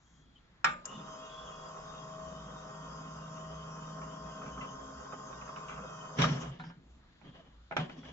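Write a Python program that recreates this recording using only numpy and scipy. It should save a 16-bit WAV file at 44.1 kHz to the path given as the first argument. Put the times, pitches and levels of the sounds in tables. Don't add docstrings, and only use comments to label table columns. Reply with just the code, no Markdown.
import sys
import numpy as np
from scipy import signal
from scipy.fft import rfft, irfft, next_fast_len
from scipy.io import wavfile
from scipy.ndimage import uniform_filter1d

SR = 44100
rng = np.random.default_rng(int(sys.argv[2]) if len(sys.argv) > 2 else 0)


def dump_mix(stems):
    frames = np.atleast_2d(stems).T
    limited = np.clip(frames, -1, 1)
    pcm = np.round(limited * 32767).astype(np.int16)
    wavfile.write(sys.argv[1], SR, pcm)


N = 358500
T = np.arange(N) / SR
PORT_LAG_S = 6 / SR

# (time [s], ring level [dB], thud re ring [dB], crack re ring [dB], left minus right [dB],
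# gain of the ring above the split [dB])
CHAIN_TICKS = [(3.373, -39.5, -5, -25, -1, -33), (3.837, -65.5, -13.5, -33, -1.5, -28),
               (4.016, -32, -16, -41.5, 0, -23), (4.419, -32, -19, -30, 0, -32),
               (4.437, -44, -20, -28, -2, -35), (4.46, -35.5, 9, -31, 1, -5), (4.577, -35, 4, -34, -5, -25),
               (4.615, -31.5, -1, -40, 2, -4), (4.636, -37, -1, -38.5, 4, -27),
               (5.123, -29.5, -11, -39, -1, -21), (5.134, -44, -9.5, -38, 1, -25),
               (5.327, -37, -8.5, -40, -10, -13), (5.413, -38, -15, -40, -5, -4),
               (5.476, -31.5, -6, -30, -2, -30), (5.490, -33.5, -3, -39.5, 1, -35),
               (5.561, -35.5, -26.5, -32, -7, 3), (5.583, -40.5, -24, -33, -1, 2),
               (5.645, -46.5, -22, -39, -17, -12.5), (5.683, -38.5, -11.5, -33, 3.5, 4),
               (5.695, -34, -19, -36, -4, 2), (5.705, -36, -19, -35, -3, 1),
               (5.727, -33.5, -16.5, -35, -1, -2), (5.777, -31.5, 1, -33, -3, -26)]


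def undb(db):
    return 10 ** (np.asarray(db) / 20)


def unit(x):
    return x / np.sqrt(np.mean(x ** 2))


def left_right(pan_db):
    return np.array([[pan_db], [-pan_db]]) / 2


def curves(table, off=None):
    s, *columns = np.transpose(table)
    return [np.interp(T, s, c, off, off) for c in columns]


def across(table, hz):
    f, v = np.transpose(table)
    return np.interp(np.log(np.maximum(hz, 1)), np.log(f), v)


def walk(rate):
    k = int(SR / rate)
    steps = np.repeat(rng.standard_normal(N // k + 1), k)
    return 1.354 * uniform_filter1d(uniform_filter1d(steps, k), k)[:N]


def swell(s, spread, db):
    return undb(db) * np.exp(-.5 * ((T - s) / spread) ** 2)


def stroke(s, rise, hold, t60):
    fade = 1000. ** (-np.maximum(T - s - rise - hold, 0) / t60)
    return np.clip((T - s) / rise, 0, 1) ** 2 * fade


def pair(like, size=N):
    lag, like = int(PORT_LAG_S * SR + .5), np.clip(like, 0, 1)
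    shared = rng.standard_normal(size + 20)
    direct = np.array([shared[lag:lag + size], shared[:size]])
    return np.sqrt(like) * direct + np.sqrt(1 - like) * rng.standard_normal((2, size))


def band(x, hz, width):
    return signal.lfilter(*signal.iirpeak(hz, hz / width, SR), x)


def band_twice(x, hz, width):
    return band(band(x, hz, width), hz, width)


def resonant(x, peaks, flicker_db, rate, swell_db=0):
    out = 0
    for hz, width, db in peaks:
        wander_db = flicker_db * walk(rate)
        if swell_db:
            wander_db = wander_db + swell_db * walk(rate / 6)
        out = out + undb(db + wander_db) * unit(band_twice(x, hz, 0.689 * width))
    return unit(out)


def room():
    # (frequency [Hz], relative density [dB per Hz])
    room_spectrum = [(15, -38), (25, -4), (65, -11.5), (108, -12.5), (186, -7), (401, -26.5), (1490, -24.5),
                     (1810, -27.5), (2410, -38.5), (3140, -25.5), (3710, -31), (3980, -24.5), (5310, -48),
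                     (6430, -36), (7600, -44.5), (9880, -62), (16700, -120)]
    # (strongest at [s], spread [s], level [dB]); those at 6.25 s and 6.47 s come
    throbs = [(0.719, 0.017, -61), (1.45, 0.026, -60.5), (1.92, 0.056, -66), (2.28, 0.032, -59),
              (2.45, 0.097, -57), (2.917, 0.059, -57.5), (3.17, .05, -62), (3.55, 0.065, -55),
              (3.82, 0.088, -65.5), (4.05, 0.037, -57), (4.26, 0.042, -55), (4.56, 0.047, -52.5),
              (4.83, 0.042, -60), (4.99, 0.0255, -54), (5.41, 0.075, -60.5), (5.79, 0.072, -57.5),
              (6.25, 0.035, -49), (6.471, 0.0324, -52), (6.92, 0.055, -58), (7.6, 0.066, -58.5),
              (8.09, 0.038, -57.5)]
    room_db, hum_hz, hum_db = -61.5, 61.6, -71
    tone, slow = 0, walk(1.0)
    for hz in 28 * 2 ** np.arange(0, 8.3, .5):
        db = across(room_spectrum, hz) + 10 * np.log10(hz) + slow + 2.2 * walk(9)
        tone = tone + undb(db) * unit(band_twice(pair(0.38), hz, hz / 2))
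    hum = np.sqrt(2) * np.sin(2 * np.pi * np.cumsum(hum_hz + 3.5 * walk(12)) / SR)
    hum_level = undb(hum_db + 1.9 * walk(6.9)) + sum(swell(*row) for row in throbs)
    return unit(tone) * undb(room_db) + hum * hum_level


def rubbing():
    # (start [s], rise [s], hold [s], t60 [s],
    # low level [dB], middle level [dB], treble level [dB])
    rubs = [(6.15, 0.0524, 0.04, 0.11, -30, -30.5, -42.5), (6.238, 0.013, 0.076, 0.44, -37, -43, -50.5),
            (6.391, 0.028, 0.044, 0.85, -52.5, -55.5, -90), (6.603, 0.0135, 0.087, 0.12, -53, -62, -89),
            (6.763, 0.011, 0.018, 0.132, -51.5, -90, -95), (7.211, 0.039, 0.047, 0.14, -46, -60, -92),
            (7.317, 0.0346, 0.04, 0.62, -63, -59, -88), (7.772, 0.0068, 0.025, 0.438, -41, -43.5, -75),
            (7.893, 0.03, 0.094, 0.33, -59, -64, -72.5), (8.03, 0.024, .1, .2, -55, -55.5, -76)]
    # (frequency [Hz], nominal width [Hz], level [dB])
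    frame = [(135.5, 19, -1.5), (159.27, 20, 6), (178.2, 23, 2), (258, 93, 0.5)]
    # (frequency [Hz], nominal width [Hz], level [dB])
    scrape = [(587, 830, 3), (1007, 1000, 0), (1584, 670, -3.5), (2565, 680, -8), (2940, 924, 1)]
    low, middle, treble = sum(np.outer(undb(row[4:]), stroke(*row[:4])) for row in rubs)
    grains = undb(2 * walk(60)) * pair(.4)
    out = low * resonant(pair(0.85), frame, 1.5, 16)
    out += middle * resonant(grains, scrape, 0.71, 9.9)
    return out + treble * resonant(grains, [(4300, 1000, -3), (5550, 900, 0)], 2, 42)


def creaks():
    # (start [s], rise [s], hold [s], t60 [s], level [dB])
    creak_times = [(3.36, .004, 0.013, .06, -66), (4.012, .005, .02, 0.087, -59.5),
                   (4.456, .004, .03, .1, -57), (4.607, .004, 0.022, .12, -51),
                   (5.558, .006, .015, .08, -67), (5.68, .012, 0.033, 0.14, -51.5),
                   (5.747, .01, 0.067, .08, -62)]
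    # (frequency [Hz], nominal width [Hz], level [dB])
    clamp = [(2035, 65, -6), (2330, 60, -4), (2600, 94, -5), (2740, 110, 0), (3210, 70, -8)]
    slips = undb(4.0 * walk(200)) * pair(.6)
    level = sum(undb(row[4]) * stroke(*row[:4]) for row in creak_times)
    return level * resonant(slips, clamp, 2.8, 25)


def squeals():
    # (start [s], length [s], first frequency [Hz], last frequency [Hz], width [Hz], mid level [dB])
    squeal_rows = [(0, 0.3, 6850, 6560, 2100, -76.5), (0.05, 0.51, 3270, 3370, 160, -77.5),
                   (0.352, 0.047, 3110, 3040, 80, -64.5), (0.706, 0.042, 7050, 7400, 340, -64),
                   (0.884, 0.12, 2875, 2950, 160, -56.5), (0.9, 0.14, 3555, 3545, 91, -62),
                   (1.0, 0.091, 3600, 3900, 100, -71.5), (1.296, 0.189, 3350, 3400, 84, -54.5),
                   (1.451, 0.31, 3305, 3340, 92, -62.5), (6.21, 0.067, 3792, 3790, 53, -41.5),
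                   (6.188, 0.049, 155, 150, 18, -31.5), (6.233, 0.047, 156, 141.6, 19, -34),
                   (6.24, 0.0093, 1220, 1240, 71, -22.5), (6.28, 0.13, 142.2, 137.8, 16, -37),
                   (6.409, 0.16, 137.6, 138, 13, -44), (6.397, 0.052, 6430, 6460, 1900, -57),
                   (6.589, 0.048, 3778, 4060, 740, -62.5), (6.594, .16, 166.3, 170, 10.6, -45),
                   (6.636, 0.089, 5280, 5100, 970, -69), (7.24, 0.13, 3230, 3270, 250, -69.5),
                   (7.378, 0.046, 670, 650, 56, -58.5), (7.708, .035, 666, 636, 46, -43),
                   (7.79, .06, 151, 158.5, 18, -37), (7.847, 0.0225, 3280, 3370, 80, -59.5),
                   (7.948, 0.1037, 273, 256, 72, -51.5), (7.984, 0.3, 3370, 3350, 140, -65.5)]
    steady = .4
    tail, fade_db = .3, 5
    out = np.zeros((2, N + SR))
    for s, length, hz0, hz1, width, db in squeal_rows:
        i, n = int(s * SR), int(length * SR)
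        sway = uniform_filter1d(rng.standard_normal((2, n)), int(SR / width))
        phase = 2 * np.pi * np.cumsum(np.linspace(hz0, hz1, n)) / SR
        tone = (sway[0] + steady * sway.std()) * np.cos(phase) + sway[1] * np.sin(phase)
        ends = np.hanning(n) ** 0.17 * np.clip(np.linspace(1 / tail, 0, n), 0, 1)
        slope = undb(-fade_db * np.linspace(-.5, .5, n))
        out[:, i:i + n] += undb(db) * ends * slope * unit(tone)
    return out[:, :N]


def ring(modes, t, longest):
    out = 0
    lag = PORT_LAG_S * np.array([[1], [0]])
    for hz, db, t60 in modes:
        u = rng.standard_normal(4)
        phase = 2 * np.pi * hz * ((1 + 0.004 * u[0]) * t + lag) + .5 * u[1:3, None]
        out = out + undb(db + 1.5 * u[3]) * np.sin(phase) * 1000 ** (-t / min(t60, longest))
    return out / np.abs(out).max()


def blows(table, modes, longest, push_s, early_db, hall_db, low_db, top_db, split_hz):
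    # (frequency [Hz], level [dB], t60 before the cap [s])
    mast_pallet = [(135.5, -2, 0.27), (155, 4.5, 0.34), (180.6, -3.5, 0.84), (237.9, -1.5, 0.66),
                   (283, -33, 0.12)]
    # (frequency [Hz], t60 [s])
    hall_t60 = [(500, 0.79), (1000, 0.28), (2000, 0.26), (4000, 0.26), (7000, 0.46)]
    size = SR // 2
    out, t = np.zeros((2, N + size)), np.arange(size) / SR
    rise = 1 - np.exp(-t / push_s)
    soft, hard = (signal.butter(4, split_hz, kind, fs=SR, output="sos") for kind in ("low", "high"))
    bands = 400 * 2 ** np.arange(0, 4.3, .6)
    clatter_fade = undb(early_db) * 1000 ** (-t / .045)
    fades = [undb(hall_db) * 1000 ** (-t / across(hall_t60, hz)) + clatter_fade for hz in bands]
    crack_fade = 1000 ** (-t / .025) + .08 * 1000 ** (-t / .25)
    for s, db, thud_db, crack_db, pan_db, upper_db in table:
        thud = undb(thud_db) * ring(mast_pallet, t, 2 * longest) * (1 - np.exp(-t / 0.013))
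        noise = pair(0.021, size=size)
        crack = undb(crack_db) * band_twice(noise, 7100, 2600) * crack_fade
        body = ring(modes, t, longest)
        for hz, fade in zip(bands, fades):
            tilt_db = np.interp(np.log2(hz / 1300), [-2, 0, 3], [low_db, 0, top_db])
            body += undb(tilt_db) * unit(band_twice(noise, hz, hz / 2)) * fade
        dull = signal.sosfilt(soft, rise * body)
        bright = undb(upper_db) * signal.sosfilt(hard, rise * body)
        i = int(s * SR)
        out[:, i:i + size] += (dull + bright + rise * crack + thud) * undb(db + left_right(pan_db))
    return out[:, :N]


def chain_ticks():
    # (frequency [Hz], level [dB], t60 before the cap [s])
    carriage = [(626, -1.5, 0.12), (990, -25, 0.063), (1144, 8.5, 0.075), (1264, 6, 0.045),
                (1312, -2.5, 0.045), (1980, -9, 0.04), (2350, -8, .03), (2550, 2, 0.04), (2950, 3, .03)]
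    return blows(CHAIN_TICKS, carriage, longest=.06, push_s=.0006, early_db=-24, hall_db=-21.0,
                 low_db=-31.0, top_db=-26.5, split_hz=2040)


def latch():
    # (time [s], ring level [dB], thud re ring [dB], crack re ring [dB], left minus right [dB],
    # gain of the ring above the split [dB])
    releases = [(6.597, -34, -9, -38, -0.5, -9), (6.637, -39.5, -18, -40, -0.046, -6),
                (6.7, -44, -23, -40, 0, -13.5)]
    # (frequency [Hz], level [dB], t60 before the cap [s])
    latch_modes = [(753, -3, 0.18), (910, 0.5, 0.13), (983, 4, .1), (1420, -2, .2), (1580, -4.5, 0.24),
                   (1730, -3, 0.121), (2250, -13, .06)]
    return blows(releases, latch_modes, longest=.25, push_s=.0008, early_db=-8.0, hall_db=-17.0,
                 low_db=-28.0, top_db=-30.0, split_hz=2000)


def wheel():
    # (time [s], ring level [dB], thud re ring [dB], crack re ring [dB], left minus right [dB],
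    # gain of the ring above the split [dB])
    clacks = [(7.214, -49, -21, -29, -8.5, -19), (7.25, -58, -8, -28, -9.5, -15),
              (7.711, -27.5, -8, -39, -5, -30.5), (7.722, -28.5, -11, -36, 4.5, -31),
              (7.766, -17, -15, -56, -1.5, -2), (7.789, -35, -1, -38.5, 12.5, -25),
              (7.896, -37, -12, -39.5, 0.5, -4), (8.032, -44, -21, -38, -3, -23)]
    # (frequency [Hz], level [dB], t60 before the cap [s])
    wheel_modes = [(628, 5.5, 0.049), (540, -4.5, 0.21), (741, -2, .2), (816, 5, 0.11), (1108, -3, 0.044),
                   (1290, 8, 0.035), (1610, -14, 0.087), (1760, -2.5, .05), (2020, 3, 0.07),
                   (2300, -11, 0.087), (2446, 0, 0.04), (2870, -18, 0.097), (3220, -3, 0.07),
                   (4000, -14, .04)]
    return blows(clacks, wheel_modes, longest=0.24, push_s=0.00021, early_db=-8.5, hall_db=-20.0,
                 low_db=-12.0, top_db=-24.5, split_hz=2700)


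def arm():
    # (time [s], ring level [dB], thud re ring [dB], crack re ring [dB], left minus right [dB],
    # gain of the ring above the split [dB])
    knocks = [(6.137, -58.5, 4.5, -38, -3, -9.5), (6.186, -27, 4.5, -46, -6.5, 3),
              (6.201, -28.5, -5, -32.5, -10, -3.5), (6.216, -25, 2, -38, 0.5, 12),
              (6.241, -25.5, 5, -40.5, -6, -9), (6.269, -34.5, -1, -39.5, 3, -8),
              (6.296, -39, 0.5, -41, 0.5, -2), (6.321, -39, 3, -30, 4.5, -6),
              (6.348, -45.5, -1, -40, 1, -5), (6.372, -38.5, 5, -45.5, 3.5, -13),
              (6.429, -41, 5, -37, -4.5, -4)]
    # (frequency [Hz], level [dB], t60 before the cap [s])
    arm_modes = [(414, 4, .25), (477, 1.5, 0.3), (780, -4, 0.34), (1233, 3.5, 0.25), (1374, 2, 0.3),
                 (1500, -11, .15), (1890, -4, .1), (2600, -24, 0.08), (3050, -11, 0.11), (3350, 4, 0.11),
                 (5700, 2, .05)]
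    return blows(knocks, arm_modes, longest=0.22, push_s=0.0035, early_db=-0.5, hall_db=-18.0,
                 low_db=-3.1, top_db=-22.5, split_hz=2250)


def brake():
    # (time [s], ring level [dB], thud re ring [dB], crack re ring [dB], left minus right [dB],
    # gain of the ring above the split [dB])
    snaps = [(0.644, -10, -24.5, -12, 0, -3.5), (0.854, -41, -29, 20.5, 0.5, -14),
             (6.24, -24.5, -32, -30, 2, 0.5)]
    # (frequency [Hz], level [dB], t60 before the cap [s])
    brake_modes = [(619, -18, 0.4), (930, -16.5, 0.18), (1150, -0.5, 0.19), (1220, -4, 0.38),
                   (1270, -1.5, 0.092), (1390, -0.5, 0.11), (1400, -6.5, .2), (1526, -6.5, .08),
                   (1670, -1, 0.094), (1863, -6, 0.17), (2370, -5, 0.042), (2460, -20, 0.13),
                   (2850, -12, .08), (3100, -10, 0.14), (4050, -16, .06), (5340, -1, 0.054),
                   (7050, -11.5, 0.025)]
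    return blows(snaps, brake_modes, longest=0.7, push_s=0.00017, early_db=-14.5, hall_db=-13.5,
                 low_db=-37, top_db=-29.0, split_hz=2600)


def whine(ports):
    shaft_orders = [8, 9, 11, 12, 17, 22, 23, 24, 25, 26, 28, 29, 35, 48, 60, 61, 72, 85, 91, 93, 95, 96,
                    105, 107, 108, 119, 120, 125, 132]
    # (level [dB], left minus right [dB])
    order_levels = [(-71, 9), (-78, 3), (-84.5, -14.5), (-58.5, 6.5), (-74, 9.5), (-63.5, -2), (-68, -1.5),
                    (-79, -4.5), (-74, -2), (-68, -2), (-69.5, -4.5), (-69.5, -2.5), (-83, -19),
                    (-77.5, 1.5), (-77, -13), (-79, -3), (-85, -4.5), (-82, 6), (-85.5, 6.5), (-82.5, 5.5),
                    (-83, 7), (-78.5, -5), (-82.5, 1), (-80, 2), (-85.5, -4.5), (-86, 4), (-79, 3),
                    (-86, 11.5), (-83, 11.5)]
    mesh_orders = [4, 5, 7]
    mesh_levels = [-69, -65, -80.5]
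    # (time [s], level [dB])
    line_gain = [(.85, -10), (1.15, 0), (1.5, 0), (6.05, 2.5), (6.2, 3), (6.3, -20)]
    gear_ratio = 3.59
    waver_turns = 0.0025
    lines = [(k, *row) for k, row in zip(shaft_orders, order_levels)]
    lines += [(k * gear_ratio, db, 3.0) for k, db in zip(mesh_orders, mesh_levels)]
    out = 0
    for k, db, pan_db in lines:
        turned = k * (ports + waver_turns * walk(14)) + rng.random()
        wave = np.sqrt(2) * np.sin(2 * np.pi * turned)
        flutter_db = (1.6 + 3.5 * min(k / 50, 1)) * walk(4 + k / 6)
        drift_db = .8 * walk(1.5)
        out = out + wave * undb(db + flutter_db + drift_db + left_right(pan_db))
    return out * undb(curves(line_gain)[0])


def mast_songs(ports):
    # (multiple of shaft speed, strongest at [s], spread [s], level [dB])
    songs = [(3, 0.99, 0.022, -49.5), (3, 1.8, 0.35, -60), (3, 2.48, 0.51, -56.5), (3, 3.54, 0.5, -48.5),
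             (3, 4.1, 0.26, -54), (3, 5.84, 0.4, -52), (4, 0.97, 0.04, -57), (4, 3.2, 0.25, -72.5),
             (4, 4.43, 0.97, -59), (5, 1.2, 0.03, -62), (5, 3.065, 0.15, -61.5), (5, 4.0, .25, -63),
             (5, 4.753, 0.34, -57.5), (20, 1.58, 0.71, -54.5), (20, 3.02, 0.13, -54.5),
             (20, 3.957, 0.669, -52.5), (20, 5.5, .6, -52.5), (21, 2.1, 0.38, -57.5)]
    out = 0
    for k in (3, 4, 5, 20, 21):
        song = sum(swell(*row[1:]) for row in songs if round(row[0]) == k)
        flicker = undb(min(.2 * k, 1.5) * walk(12))
        out = out + np.sqrt(2) * np.sin(2 * np.pi * k * ports) * song * flicker
    return out


def running_noise(turns, run_s):
    # (frequency [Hz], nominal width [Hz], level [dB])
    gear_peaks = [(430, 66, -2), (514.5, 220, 3.5), (612.5, 190, -0.5), (862.8, 140, -1.5),
                  (1023.5, 210, 4), (1076.4, 95, 3), (1224, 277.5, 7), (1400, 470, -8), (1400, 74, -15.5)]
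    # (frequency [Hz], nominal width [Hz], level [dB])
    mast_peaks = [(140.5, 16, -4.5), (150.7, 46, 2.5), (192.8, 77, 6), (245.4, 72, 1)]
    # (frequency [Hz], nominal width [Hz], level [dB])
    slide_peaks = [(1894, 100, -3.5), (2070, 160, -9.5), (2536, 150, -5.5), (2840, 190, 1.5),
                   (3032, 300, 6.5), (3280, 150, 3), (3684, 100, -0.5), (3770, 170, -4)]
    # (frequency [Hz], nominal width [Hz], level [dB])
    brush_peaks = [(4600, 660, -8.5), (4800, 980, 8), (5110, 470, 10.5), (5600, 770, 12.5),
                   (5953, 700, 11.5), (6395, 310, 9.5), (6635, 1200, 11.5), (7020, 360, 3.5),
                   (7215, 390, 2.5)]
    # (time [s], level [dB])
    rumble = [(.88, -61), (.99, -48.5), (1.25, -62), (1.5, -62), (2.3, -55), (3.7, -55), (4.5, -51.5),
              (5.5, -56.5), (5.85, -52.5), (6.2, -55.5)]
    stir_db, stir_s = (-17, -30.5, -44), 0.01
    ticking = sum(undb(row[1]) * stroke(row[0], 0.011, stir_s, 3 * stir_s) for row in CHAIN_TICKS)
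    stir = np.outer(undb(stir_db), ticking)
    gear = undb(-52 + 1 * run_s) + stir[0]
    mast = undb(curves(rumble)[0]) + stir[1]
    slide = undb(-61 - 0.2 * run_s + 0.56 * walk(6.8)) + stir[2]
    brush = undb(-65 + 0.88 * run_s)
    throb = 1 + .5 * np.cos(4 * np.pi * turns) + 0.073 * np.cos(16 * np.pi * turns)
    grain = undb(1.5 * walk(70))
    out = gear * resonant(throb * grain * pair(0.16), gear_peaks, 1.0, 9)
    out = out + mast * resonant(pair(0.876), mast_peaks, 0.94, 5.4)
    out = out + slide * resonant(throb * pair(0.4), slide_peaks, 3.5, 30, 2.5)
    return out + brush * resonant(pair(0.072), brush_peaks, 1.8, 18)


def motor():
    # (time [s], speed [Hz])
    shaft_speed = [(0, 53.12), (4.2, 53.1), (5.7, 53.02), (6.1, 52.8), (6.5, 52)]
    # (time [s], level [dB])
    power = [(.845, -6), (.87, 0.5), (6.2, -2.5), (6.42, -0.5), (6.5, -6), (6.56, -48.5)]
    # (frequency [Hz], width [Hz])
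    housing_dip = (4080, 450)
    turns = np.cumsum(curves(shaft_speed)[0] * (1 + 0.00036 * walk(6))) / SR
    ports = turns + shaft_speed[0][1] * PORT_LAG_S * np.array([[1], [0]])
    out = whine(ports) + mast_songs(ports) + running_noise(turns, T - power[0][0])
    for _ in range(2):
        out = out - band(out, *housing_dip)
    return out * undb(curves(power, -99)[0])


def scene():
    hits = chain_ticks() + latch() + wheel() + arm() + brake()
    return room() + rubbing() + creaks() + squeals() + hits + motor()


def record(dry):
    # (frequency [Hz], right minus left [dB])
    right_shade = [(300, 0), (2500, 0), (4700, -5.5), (7500, -8)]
    mono_hz, top_hz = 277, 7500
    size = next_fast_len(N)
    hz = np.arange(size // 2 + 1) * SR / size
    left, right = rfft(dry, size) * undb(np.outer([-.5, .5], across(right_shade, hz)))
    width = np.maximum(.2, 1 / np.sqrt(1 + (mono_hz / np.maximum(hz, 1)) ** 6))
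    side = (left - right) / 2 * width
    wet = irfft((left + right) / 2 + np.array([side, -side]), size)[:, :N]
    return signal.sosfilt(signal.ellip(12, .3, 66, top_hz, fs=SR, output="sos"), wet)


dry = scene()
out = record(dry)
dump_mix(out)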